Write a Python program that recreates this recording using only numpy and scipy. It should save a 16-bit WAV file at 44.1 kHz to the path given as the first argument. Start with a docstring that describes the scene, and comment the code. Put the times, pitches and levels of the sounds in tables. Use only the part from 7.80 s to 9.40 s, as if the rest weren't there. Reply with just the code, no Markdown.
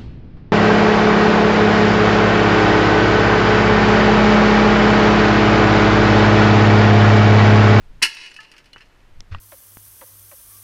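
"""A building site: a wooden board smashes a plastic stereo, heard from where it is swung.
The case gives way in a burst of cracks, its panels ring and broken pieces clatter down;
the walls around throw the crash back. Then a step forward on gritty ground,
with air buffeting the microphone over distant site noise."""
import sys
import numpy as np
from scipy import signal
from scipy.fft import rfft, irfft
from scipy.io import wavfile

SR = 44100
rng = np.random.default_rng(int(sys.argv[2]) if len(sys.argv) > 2 else 0)


def dump_mix(stems):
    """Bounce the given channels to the path in sys.argv[1] as a 16-bit WAV at rate SR."""
    frames = np.atleast_2d(stems).T  # one column per channel
    limited = np.clip(frames, -1, 1)  # hard clip at full scale
    pcm = np.round(limited * 32767).astype(np.int16)
    wavfile.write(sys.argv[1], SR, pcm)


N = 70560
T = np.arange(N) / SR

# case cracks: start_s, level_db (re CRASH_DB), tilt_db_per_octave
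CRACKS = [(0.2187, -11, -10.5), (0.22, -23, -8), (0.223, -5, -2.5), (0.2247, -4.5, 2), (0.2261, 0.5, 2),
          (.228, 3, -0.5), (0.2296, -0.5, -2), (.2312, -4, -8), (.235, -5, 4), (0.2395, -6, -3),
          (0.2486, -4, 3), (.2522, -8.5, -11), (0.2579, -10.5, 1), (0.2626, -11, -4.5)]
# case spectrum: freq_hz, level_db
CASE_SPECTRUM = [(60, -38), (160, -30), (280, -21), (430, -21.5), (580, -35), (780, -27), (920, -13.5),
                 (1080, -16.5), (1190, -22), (1360, -5), (1520, -14.5), (1700, -3.5), (2050, -2.5),
                 (2350, -5), (2600, 3), (2900, 3.5), (3150, -14), (3450, -7), (3700, -17), (4050, -4),
                 (5200, -5.5), (7200, -19), (9500, -13.5), (10800, -23.5), (13000, -27), (15500, -40.5)]
# case decay: freq_hz, t60_s
CASE_DECAY = [(200, .08), (1000, .06), (2700, 0.071), (5000, .075), (10000, .06), (15000, .06)]
# panel modes: pitch_hz, relative_db, t60_s
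PANEL_MODES = [(324, -34.5, .35), (903, -21, 0.44), (972, -11, 0.12), (1370.4, -7.5, 0.13),
               (1685.5, -3, .23), (1772, -4, .18), (2170, -5.5, 0.21), (2561, -2.5, .17), (2759, -0.5, .18),
               (2826, -2.5, .17), (2896, 3, .19), (2980, -1.5, .19), (4310, -6, .17), (5440, -8.5, .17)]
# low board modes: pitch_hz, level_db, t60_s
BOARD_MODES = [(125, -44, .07), (234, -36.5, 0.11), (415, -35, .06), (490, -37, .05)]
CRASH_DB, BLOW_S = 18.5, .226

def crash(snap_db=-6.5, splinter_db=-3.5, panel_db=-7):
    """Each crack rings another part of the case; splinters spray, panels ring on, the board thuds."""
    case, out = np.zeros(N), np.zeros(N)
    for start_s, level_db, tilt_db in CRACKS:
        ring = dense_ring(CASE_DECAY)
        ring[0] += amp(snap_db) * rng.choice([-1, 1])
        crack = signal.fftconvolve(ring, colour(CASE_SPECTRUM, tilt_db))
        add(case, start_s, amp(level_db) * unit(crack))
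    spray = impulses(per_s=5000) * fade(t60_s=.23)
    splinters = through(spray, colour(CASE_SPECTRUM, tilt_db=2.5))
    add(case, BLOW_S, amp(splinter_db) * unit(splinters))
    panels = ring_out(PANEL_MODES, rise_s=.015)
    add(out, BLOW_S, amp(CRASH_DB + panel_db) * unit(panels))
    add(out, CRACKS[0][0], ring_out(BOARD_MODES, rise_s=.012))
    return out + amp(CRASH_DB) * unit(case)


def dense_ring(decay, size=8192):
    """Countless close modes of even strength, each band dying at its own speed."""
    hz = np.fft.rfftfreq(size, 1 / SR)
    spectrum = rfft(rng.standard_normal(size))
    centres_hz, t60_s = np.transpose(decay)
    ring = np.zeros(size)
    for band_t60_s, selector in zip(t60_s, np.eye(len(t60_s))):
        band = irfft(spectrum * interp_log_hz(np.c_[centres_hz, selector], hz))
        ring += band * fade(band_t60_s)[:size] / np.sqrt(band_t60_s)
    return unit(ring)


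def ring_out(modes, rise_s):
    """Struck modes swell, then decay freely."""
    ring = sum(amp(db) * sine(hz, rng.random()) * fade(t60_s) for hz, db, t60_s in modes)
    return ring * (1 - fade(rise_s))


# shard landings: start_s, level_db (re shard_db), tilt_db_per_octave, t60_s
SHARD_LANDINGS = [(0.347, -11.5, 10.5, .05), (.368, -5.5, -2, 0.026), (.462, -9, 2.5, 0.051),
                  (0.5144, -10.5, -0.5, 0.054), (.5423, -13.5, 5, .04), (0.5639, -8.5, 2, 0.058),
                  (.604, -9, 0.5, 0.077), (.631, -13, 1.5, 0.069), (0.648, -15, -2.5, 0.053),
                  (0.7163, -12, 3.5, 0.055), (.738, -14.5, -4, 0.1), (0.765, -15.5, 1, .05),
                  (.7807, -11.5, 2.5, 0.071), (.802, -20.5, -3, 0.071), (0.8422, -26.5, 4, .05),
                  (.857, -17.5, 2.5, 0.13), (0.9321, -14, 3.5, .04), (.966, -12.5, -9, 0.041),
                  (.98, -15, -0.5, 0.08), (1.0065, -12.5, -2, .08), (1.019, -16, -2, 0.11),
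                  (1.055, -25.5, 1.5, .09), (1.2046, -29, -1, .02)]
# shard spectrum: freq_hz, level_db
SHARD_SPECTRUM = [(400, -35), (900, -18), (1300, -12.5), (1800, -2), (2300, -5), (2850, 4), (3200, -8),
                  (3750, -14), (4200, -7), (5200, -6), (7300, -20), (9700, -17.5), (11000, -28),
                  (15000, -33.5)]
# larger pieces ringing: start_s, pitch_hz, level_db, t60_s
PIECE_RINGS = [(.509, 7194, -46.5, 0.038), (0.5641, 2616, -33.5, 0.065), (.5642, 2939, -43.5, 0.26),
               (0.5886, 1732, -30, .075), (0.5885, 1287, -42, .15), (.5887, 889, -54, .6),
               (.5887, 2792, -45, .35), (.738, 1294, -51.5, 0.12), (0.9309, 4186, -33.5, .022),
               (.934, 2939, -40.5, 0.14), (.9314, 3440, -46, .06), (1.003, 1760, -45.5, .07),
               (1.014, 2822, -46.5, 0.051), (1.013, 4200, -53, .1)]

def clatter(shard_db=-7.5, tick_db=-3, bounce_db=-5, mean_bounce_s=.0036):
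    """Each piece ticks and clinks on one edge, then on another; the larger ones ring."""
    out = np.zeros(N)
    for start_s, level_db, tilt_db, t60_s in SHARD_LANDINGS:
        contact = amp(tick_db) * unit(rng.standard_normal(N) * fade(t60_s=.022))
        add(contact, 0, shard_ring(t60_s))
        add(contact, mean_bounce_s * (.5 + rng.random()), amp(bounce_db) * shard_ring(t60_s))
        clink = through(contact, colour(SHARD_SPECTRUM, tilt_db))
        add(out, start_s, amp(shard_db + level_db) * unit(clink))
    attack = 1 - fade(t60_s=.006)
    for start_s, pitch_hz, level_db, t60_s in PIECE_RINGS:
        add(out, start_s, amp(level_db) * sine(pitch_hz) * fade(t60_s) * attack)
    return out


def shard_ring(t60_s, count=28):
    """A scrap of plastic has its own scatter of modes."""
    edges_hz = np.geomspace(800, 15000, count + 1)
    pitch_hz = rng.uniform(edges_hz[:-1], edges_hz[1:])
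    t = T[:SR // 6]
    modes = np.sin(2 * np.pi * (pitch_hz * t[:, None] + rng.random(count)))
    return unit(modes.sum(1) * fade(t60_s, t))


# reflection envelope: delay_s, relative_db
ECHO_ENVELOPE = [(.015, -1), (0.071, 0.5), (.13, -1), (0.191, 0.5), (0.234, -3.5), (0.279, -14),
                 (.4, -16.5), (.55, -28), (.9, -57.5)]
# reflection spectrum: freq_hz, level_db
ECHO_SPECTRUM = [(100, -12), (220, -8.5), (350, 3.5), (900, 0), (1400, -1.5), (2700, 1), (5000, -2),
                 (9000, -8), (15000, -17.5)]

def echo(source, wet_db=-18):
    """Scattered reflections from walls and stacked timber: a quarter-second plateau, then a decay."""
    delay_s, level_db = np.transpose(ECHO_ENVELOPE)
    envelope = amp(np.interp(T, delay_s, level_db)) * (T > delay_s[0]) * (T < delay_s[-1])
    reflections = unit(impulses(per_s=3000) * envelope)
    wet = through(through(source, reflections), colour(ECHO_SPECTRUM))
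    return amp(wet_db) * unit(wet) * np.linalg.norm(source)


# close knocks and snapping grit: start_s, pitch_hz, level_db, t60_s, push_db (re level_db)
KNOCKS = [(.9614, 1471, -24, 0.0049, -9.5), (.962, 460, -40, 0.018, -2),
          (1.4058, 5500, -23.5, 0.0033, -3.5), (1.4059, 3400, -29.5, 0.0051, -7),
          (1.4072, 1400, -46, .005, -6), (1.408, 2060, -50.5, 0.036, -15), (1.5477, 2750, -22, 0.0068, -17),
          (1.548, 1180, -17, 0.0094, -22), (1.553, 950, -40.5, 0.025, -18), (1.552, 1910, -39, 0.047, -14),
          (1.585, 2600, -41, 0.0098, -5), (1.586, 4840, -48, .007, 2)]

def knocks(rise_cycles=.71, contact_cycles=.86, grit_db=-21, lowpass_hz=8650):
    """A brief contact push, then a heavily damped, gritty ring; soft ground dulls the top."""
    out = np.zeros(N)
    for start_s, pitch_hz, level_db, t60_s, push_db in KNOCKS:
        grit = amp(grit_db) * noise([(pitch_hz / 2, 0), (pitch_hz, 0), (pitch_hz * 4, -24)])
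        attack = np.minimum(T * pitch_hz / rise_cycles, 1)
        ring = (sine(pitch_hz) + grit) * fade(t60_s) * attack
        contact_phase = 2 * np.pi * pitch_hz * T / contact_cycles
        push = amp(push_db) * contact_phase * np.exp(1 - contact_phase)
        add(out, start_s, amp(level_db) * (ring + push))
    return signal.sosfilt(signal.butter(2, lowpass_hz, fs=SR, output="sos"), out)


# sole on grit: freq_hz, level_db
SCUFF_SPECTRUM = [(100, 15.5), (250, -4), (700, -12.5), (1500, 0), (3000, -11), (5000, -16), (8000, -35),
                  (15000, -56)]

def footstep(start_s=1.511, rise_s=.014, t60_s=.21):
    """A boot comes down with a low thump and a scuff."""
    out = np.zeros(N)
    weight = np.minimum(T / rise_s, 1) * fade(t60_s, T - rise_s)
    thump = amp(db=-25) * sine(hz=87)
    scuff = amp(db=-35) * noise(SCUFF_SPECTRUM)
    add(out, start_s, weight * (thump + scuff))
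    return out


# distant site noise: freq_hz, level_db
SITE_SPECTRUM = [(59, -26), (100, -4), (214, -8.5), (270, -6), (808, -12.5), (917, -11), (1110, -13.5),
                 (1760, -13), (2630, -17), (15500, -38.5)]
# buffeting: freq_hz, level_db
BUFFET_SPECTRUM = [(3, -14), (8, 2.5), (30, -4.5), (50, -18), (90, -17.5), (150, -23.5), (300, -40),
                   (1000, -87.5)]
# gusts: time_s, level_db
GUSTS = [(0, -42), (.05, -44.5), (.09, -41.5), (.19, -38), (.3, -60), (.65, -60.5), (.88, -53.5),
         (1.2, -51), (1.3, -50.5), (1.38, -36.5), (1.46, -47.5), (1.56, -33.5), (1.6, -37)]

def air():
    """Distant site noise, and low buffeting as the microphone swings through the air."""
    site = amp(db=-59) * noise(SITE_SPECTRUM)
    gust_gain = amp(np.interp(T, *np.transpose(GUSTS)))
    return site + gust_gain * noise(BUFFET_SPECTRUM)


def amp(db):
    """Decibels to gain."""
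    return 10 ** (np.asarray(db) / 20)


def unit(x):
    """Scales to unit energy."""
    return x / np.sqrt(np.sum(x ** 2) + 1e-20)


def sine(hz, phase_cycles=0):
    """Steady tone."""
    return np.sin(2 * np.pi * (hz * T + phase_cycles))


def fade(t60_s, t=T):
    """Exponential decay, 60 dB in t60_s."""
    return np.exp(-np.log(1000) * t / t60_s)


def impulses(per_s):
    """Clicks of random time and strength."""
    return rng.standard_normal(N) * (rng.random(N) < per_s / SR)


def add(mix, start_s, sound):
    """Mixes a sound in at start_s."""
    part = mix[round(start_s * SR):][:len(sound)]
    part += sound[:len(part)]


def through(x, response):
    """Convolves and cuts to length."""
    return signal.fftconvolve(x, response)[:N]


def interp_log_hz(points, hz):
    """Interpolates a table on a log-frequency axis."""
    freq_hz, value = np.transpose(points)
    return np.interp(np.log(hz + 1), np.log(freq_hz + 1), value)


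def colour(spectrum, tilt_db=0, size=4096):
    """Minimum-phase click of a given spectral shape, tilted by tilt_db per octave over 1-10 kHz."""
    hz = abs(np.fft.fftfreq(size, 1 / SR))
    octaves = np.log2(np.clip(hz, 1000, 10000) / 3000)
    log_gain = np.log(amp(interp_log_hz(spectrum, hz) + tilt_db * octaves))
    response = np.exp(np.conj(signal.hilbert(log_gain)))
    return unit(np.fft.ifft(response).real[:size // 2])


def noise(spectrum):
    """Steady unit-rms noise of a given spectral shape."""
    gain = amp(interp_log_hz(spectrum, np.fft.rfftfreq(N, 1 / SR)))
    return unit(irfft(rfft(rng.standard_normal(N)) * gain, N)) * np.sqrt(N)


def scene():
    """The smash and its debris with their echo, close knocks, the step and the open air."""
    smash = crash() + clatter()
    return (smash + echo(smash) + knocks() + footstep() + air())[None]


def record(dry, ceiling=1.3, lowpass_hz=15400):
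    """The microphone rounds off the highest peaks; short end fades and a band limit follow."""
    rounded = ceiling * np.tanh(dry / ceiling) * signal.windows.tukey(N, .008)
    taps = signal.firwin(301, lowpass_hz, window=("kaiser", 9), fs=SR)
    return signal.oaconvolve(rounded, taps[None], "same")


dry = scene()
out = record(dry)
dump_mix(out)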